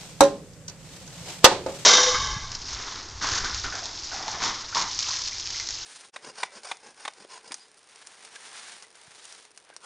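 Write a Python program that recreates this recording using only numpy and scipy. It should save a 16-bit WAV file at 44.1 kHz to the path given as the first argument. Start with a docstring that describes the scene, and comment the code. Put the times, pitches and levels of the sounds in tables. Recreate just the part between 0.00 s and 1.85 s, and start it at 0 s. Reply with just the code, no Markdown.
"""A faint tick and a hollow knock as a toilet seat is handled, very close to a stereo microphone in a
small tiled room. The hinge rattles and ticks; then the seat scrapes, slams onto the china bowl and
overloads the microphone. It rebounds with a lighter slap, bounces once more and settles with a dull bump.
Each blow is a contact pulse, ringing modes and a clatter with a tail off the tiles.
A soft hiss and rustle swells and fades, and a low room rumble lies under everything."""
import sys
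import numpy as np
from scipy import signal
from scipy.fft import irfft
from scipy.io import wavfile
from scipy.ndimage import uniform_filter1d

SR = 44100
rng = np.random.default_rng(int(sys.argv[2]) if len(sys.argv) > 2 else 0)


def store_wav(level_fs):
    """Save 16-bit WAV to argv[1]."""
    pcm = np.round(np.clip(np.atleast_2d(level_fs), -1, 1) * 32767)
    wavfile.write(sys.argv[1], SR, pcm.T.astype(np.int16))


N = 81585

# the blows, kind by kind (time [s], level [dB], treble [dB])
SEAT_LANDINGS = [(1.4433, -3.5, 1)]
SEAT_KNOCKS = [(.2068, 0.5, -4)]
HINGE_RATTLES = [(.2066, 3, 0), (.2105, -5, 0), (.2262, -12, 0), (.236, -9, 0), (.2515, -18, 0)]
SEAT_REBOUNDS = [(1.5145, -2.5, 2.5)]
SETTLING_BLOWS = [(1.6625, -1.5, 3.5)]
HINGE_TICKS = [(.051, -12, -18), (.533, -16.5, 0), (.6805, 0.5, 3.5), (.695, -2.5, 0), (1.076, 1.5, -11.5)]
# modes that each kind of blow sets ringing (frequency [Hz], level [dB], t60 [s])
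SLAM_MODES = [(352, -31, .6), (402, -24, .45), (461, -19, .15), (517, -4, .15), (552, -13, .3),
              (744, -16, .15), (826, -7, .09), (925, -11, .16), (994, -19, .12), (1112, -22, .14),
              (1224, -8, .13), (1310, -16, .13), (1505, -20, .2), (2231, -19, .14), (2680, -16, .15),
              (3225, -18, .12), (3457, -18, .12), (4520, -15, .1), (5190, -14, .11), (5935, -15, .11),
              (6770, -18, .1)]
KNOCK_MODES = [(295, -16.5, 0.32), (404.3, -25.5, 0.47), (549.9, -3, 0.19), (560.2, -6, 0.26),
               (735, -7, 0.058), (813, -16.5, 0.24), (973, -23.5, 0.16), (980, -46, 0.25),
               (1052, -23, 0.32), (1240, -21, 0.12), (1400, -21, 0.15), (1608, -26.5, 0.21)]
RATTLE_MODES = [(3770, -27, 0.11), (4048, -26.5, .11), (5880, -25, 0.096), (6108, -22, 0.031),
                (7300, -41, 0.047)]
REBOUND_MODES = [(371, -31, 0.73), (505, -27, .14), (728, -23, .12), (867, -18.5, 0.12), (1076, -32, .16)]
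SETTLING_MODES = [(400, -37.5, 0.52), (454, -55, 0.18), (524, -22.5, 0.18), (552, -31, 0.41),
                  (635, -32, 0.25), (715, -36, 0.26), (826, -37.5, 0.15), (865, -32.5, 0.14),
                  (1238, -42.5, 0.19)]
TICK_MODES = [(1500, -52.5, 0.13), (4290, -63, .08), (5500, -37.5, 0.035), (6030, -41, 0.087),
              (6400, -58, 0.061)]
# dense clatter of each kind of blow (band [Hz], close level [dB], t60 [s], room tail [dB])
SLAM_CLATTER = [(87.5, -14, .04, -38.5), (200, -46, 0.029, -37), (464, -12, 0.055, -21),
                (833, -0.5, 0.084, -16.5), (1790, -6, 0.087, -19.5), (4320, 3.5, 0.063, -19.5),
                (6000, 0, 0.063, -21), (10060, -9.5, 0.043, -39), (14500, -36, .03, -62)]
KNOCK_CLATTER = [(93, -35, 0.15, -44), (210, -33, 0.05, -30.5), (420, -17, 0.11, -30),
                 (830, -10.5, 0.11, -27), (1670, -23, 0.18, -35.5), (4230, -19, .04, -30.5),
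                 (7560, -11, 0.042, -26.5), (10200, -14, 0.016, -42), (14100, -18, .012, -62)]
RATTLE_CLATTER = [(1210, -25.5, 0.024, -57), (2530, -23.5, .03, -44), (5900, -17, 0.038, -38),
                  (9200, -28, 0.02, -47), (13600, -32, .015, -62)]
REBOUND_CLATTER = [(200, -44, .05, -38.5), (895, -38, 0.028, -47), (2500, -37, 0.03, -36.5),
                   (5360, -34, 0.036, -37), (10200, -56, .03, -70)]
SETTLING_CLATTER = [(90, -50, .1, -48), (352, -42, .05, -38), (790, -31, 0.038, -37.5),
                    (1980, -48, .04, -44), (4970, -38.5, 0.051, -58), (10900, -70, .03, -76)]
TICK_CLATTER = [(696, -53, 0.08, -52.5), (2650, -51, 0.064, -55.5), (4800, -38, 0.056, -56),
                (6060, -31.5, 0.031, -64), (8600, -53.5, 0.036, -64), (14000, -63, .03, -66)]
# the seat scraping on its hinge (time [s], level [dB], length [s])
HINGE_SCRAPES = [(1.227, -41.5, 0.13), (1.423, -25.5, 0.065)]
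# soft bumps of handling (time [s], level [dB], pitch [Hz], length [s])
HANDLING_BUMPS = [(1.202, -42, 88, 0.03), (1.571, -47, 78, .2)]
# the hiss and rustle swelling, fading and ducking after the slam (time [s], level [dB])
HISS_LEVEL = [(0, -43), (.11, -47.5), (.19, -53.5), (.42, -61), (.66, -84), (.8, -55.5), (.96, -46.5),
              (1.05, -50), (1.12, -48), (1.19, -43.5), (1.225, -44), (1.27, -39.5), (1.33, -38.5),
              (1.39, -44.5), (1.5, -54), (1.63, -53), (1.655, -47), (1.76, -42), (1.85, -42.5)]
# spectra of scrape, hiss and room tone (frequency [Hz], relative density [dB])
SCRAPE_SPECTRUM = [(100, -23), (350, -5), (550, -5), (850, -2), (1300, -23), (3500, -10.5), (8000, -18),
                   (14000, -63)]
HISS_SPECTRUM = [(100, -15), (400, -0.5), (750, 5.5), (1300, 0), (2200, 2.5), (3800, 3.5), (6000, 4),
                 (8200, 2), (9800, -10.5), (14000, -18)]
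RUMBLE_SPECTRUM = [(25, -12.5), (45, -3.5), (80, -3.5), (125, 3), (200, -12), (270, -6.5), (400, -13.5),
                   (550, -5), (660, -19), (1500, -20.5), (4000, -24.5), (7800, -19), (10000, -32),
                   (14000, -42)]
# reverberation of the tiles (frequency [Hz], t60 [s])
ROOM_DECAY = [(100, 0.53), (400, 0.63), (1000, 0.29), (4000, 0.39), (8000, 0.22), (14000, 0.18)]
# how alike the two sides of the microphone are (frequency [Hz], correlation [0-1])
LIKENESS = [(40, 0.45), (130, 0.94), (300, 0.97), (650, 0.95), (1300, 0.7), (2800, 0.48), (6000, 0),
            (14000, 0.2)]
# balance of the blows, and of all the softer sounds (frequency [Hz], left minus right [dB])
BLOW_BALANCE = [(100, -2), (400, -1.1), (2000, -1), (4000, -4.5), (7500, -0.5), (13000, 19)]
SOFT_BALANCE = [(100, -3), (1200, -0.5), (4000, -3.5), (7500, 4), (13600, 13)]

PAIR_SHARE = .03  # modes closer than this share of their frequency start in opposition
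RADIATE_HZ = 231  # the china radiates little below this
ROOM_RISE_S = 0.0027
RUMBLE_DB, HUM_DB, HUM_HZ, HUM_WIDTH_HZ = -49, -49.5, 163.4, 20
CUTOFF_HZ = 14300


def seat_slam():
    """The seat lands on the china right by the microphone; seat and bowl ring together."""
    return blows(SEAT_LANDINGS, SLAM_MODES, SLAM_CLATTER,
                 rise_s=0.0015, pulse_db=5, pulse_s=0.0005, treble_hz=1180)


def seat_knock():
    """The handled seat knocks hollowly; a close pair of modes swells and beats."""
    return blows(SEAT_KNOCKS, KNOCK_MODES, KNOCK_CLATTER,
                 rise_s=0.00097, pulse_db=-27, pulse_s=0.0046, treble_hz=1500)


def hinge_rattle():
    """The hinge rattles brightly against the china during the knock."""
    return blows(HINGE_RATTLES, RATTLE_MODES, RATTLE_CLATTER,
                 rise_s=0.000084, pulse_db=-26, pulse_s=0.000078, treble_hz=3000)


def seat_rebound():
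    """The seat rebounds just after the slam with a lighter, ringing slap."""
    return blows(SEAT_REBOUNDS, REBOUND_MODES, REBOUND_CLATTER,
                 rise_s=.0015, pulse_db=-37, pulse_s=0.00045, treble_hz=1500)


def settling():
    """The seat bounces once more and settles with a dull, hollow bump."""
    return blows(SETTLING_BLOWS, SETTLING_MODES, SETTLING_CLATTER,
                 rise_s=0.00087, pulse_db=-48, pulse_s=0.0026, treble_hz=1500)


def hinge_ticks():
    """Light contacts in the hinge, each with a short, high ring."""
    return blows(HINGE_TICKS, TICK_MODES, TICK_CLATTER,
                 rise_s=0.0013, pulse_db=-54, pulse_s=0.000078, treble_hz=3000)


def blows(events, modes, bands, rise_s, pulse_db, pulse_s, treble_hz):
    """Each blow is a contact pulse, a ring and a clatter, brighter or duller above treble_hz."""
    out, t = np.zeros((2, N)), np.arange(2 ** 15) / SR
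    for s, db, treble_db in events:
        colour = lambda hz: amp(treble_db * hz ** 2 / (hz ** 2 + treble_hz ** 2))
        pulse = amp(pulse_db + treble_db) * np.sin(2 * np.pi * t / pulse_s) * (t < pulse_s)
        add(out, s, amp(db) * (pulse + ring(modes, t, colour) + clatter(bands, t, colour, rise_s)))
    return out


def ring(modes, t, colour):
    """Dying modes: close pairs swell and beat, high ones reach left and right out of step."""
    out, previous_hz = np.zeros((2, len(t))), 0
    for hz, db, t60 in modes:
        sign = -1 if abs(hz - previous_hz) < PAIR_SHARE * hz else 1
        phase_gap = np.arccos(read(LIKENESS, hz)) * rng.choice([-1, 1])
        tone = np.sin(2 * np.pi * hz * t + phase_gap * np.array([[.5], [-.5]]))
        out += sign * colour(hz) * amp(db) * decay(t, t60) * sides(BLOW_BALANCE, hz) * tone
        previous_hz = hz
    return signal.sosfilt(signal.butter(2, RADIATE_HZ, "highpass", fs=SR, output="sos"), out)


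def clatter(bands, t, colour, rise_s):
    """Crowded short modes and first reflections up close, then the tail off the tiles, band by band."""
    out = np.zeros((2, len(t)))
    for k, (hz, db, t60, room_db) in enumerate(bands):
        window = [(row[0], float(j == k)) for j, row in enumerate(bands)]
        near = amp(db) * decay(t, t60) * (1 - np.exp(-t / rise_s))
        room = amp(room_db) * decay(t, read(ROOM_DECAY, hz)) * (1 - np.exp(-t / ROOM_RISE_S))
        out += colour(hz) * np.hypot(near, room) * noise(lambda f: read(window, f), BLOW_BALANCE, len(t))
    return out


def hinge_scrapes():
    """The seat scrapes on its hinge before it drops, in smooth swells of noise."""
    out = np.zeros((2, N))
    for s, db, length in HINGE_SCRAPES:
        t = np.arange(0, length, 1 / SR)
        friction = noise(lambda f: amp(read(SCRAPE_SPECTRUM, f)), SOFT_BALANCE, size=16384)
        add(out, s, amp(db) * np.sin(np.pi * t / length) ** 2 * friction[:, :len(t)])
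    return out


def handling_bumps():
    """Soft bumps of handling, each one swell of a low tone."""
    out = np.zeros((2, N))
    for s, db, hz, length in HANDLING_BUMPS:
        t = np.arange(0, length, 1 / SR)
        swell = amp(db) * np.sin(np.pi * t / length)
        add(out, s, swell * np.sin(2 * np.pi * hz * t) * sides(SOFT_BALANCE, hz))
    return out


def hiss_and_rustle():
    """A soft hiss and rustle that swells and fades, ducking after the slam."""
    flutter_db = 1.55 * unit(uniform_filter1d(rng.standard_normal(N), size=400))
    level_db = np.interp(np.arange(N) / SR, *np.transpose(HISS_LEVEL))
    return amp(level_db + flutter_db) * noise(lambda f: amp(read(HISS_SPECTRUM, f)), SOFT_BALANCE, N)


def room_tone():
    """The room itself: a low rumble and a narrow band of noise that wavers as a hum."""
    rumble = noise(lambda f: amp(read(RUMBLE_SPECTRUM, f)), SOFT_BALANCE, N)
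    hum = noise(lambda f: 1 / (1 + ((f - HUM_HZ) / HUM_WIDTH_HZ) ** 2), SOFT_BALANCE, N)
    return amp(RUMBLE_DB) * rumble + amp(HUM_DB) * hum


def noise(shape, balance, size):
    """Stereo noise of rms 1 with the spectrum shape(hz), near mono in the low mids, wide on top."""
    hz = np.fft.rfftfreq(size, 1 / SR)
    mid, side = np.exp(2j * np.pi * rng.random((2, len(hz))))
    likeness = read(LIKENESS, hz)
    spectrum = mid * np.sqrt(1 + likeness) + np.array([[1], [-1]]) * side * np.sqrt(1 - likeness)
    return unit(irfft(spectrum * shape(hz) * sides(balance, hz), size))


def sides(balance, hz):
    """Left and right gains at these frequencies."""
    return amp(np.array([[.5], [-.5]]) * read(balance, hz))


def decay(t, t60):
    """Falls 60 dB in t60 seconds."""
    return np.exp(-np.log(1000) * t / t60)


def amp(db):
    """Decibels to gain."""
    return 10 ** (np.asarray(db) / 20)


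def unit(x):
    """Scales to rms 1."""
    return x / np.sqrt(np.mean(x ** 2) + 1e-20)


def read(points, hz):
    """Reads a table on a log-frequency axis."""
    f, value = np.transpose(points)
    return np.interp(np.log(hz + 1), np.log(f + 1), value)


def add(mix, s, sound):
    """Mixes a stereo sound in at time s."""
    part = mix[:, round(s * SR):][:, :sound.shape[1]]
    part += sound[:, :part.shape[1]]


def scene():
    """The toilet at close range, over the tone of the tiled room."""
    impacts = seat_knock() + hinge_rattle() + seat_slam() + seat_rebound() + settling() + hinge_ticks()
    return impacts + room_tone() + hiss_and_rustle() + hinge_scrapes() + handling_bumps()


def record(dry):
    """The close microphone clips on the loudest peaks; the treble ends at CUTOFF_HZ."""
    overloaded = np.clip(dry, -1, 1)
    lowpass = signal.firwin(511, CUTOFF_HZ, window=("kaiser", 9), fs=SR)
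    return signal.oaconvolve(overloaded, lowpass[None], "same")


dry = scene()
out = record(dry)
store_wav(out)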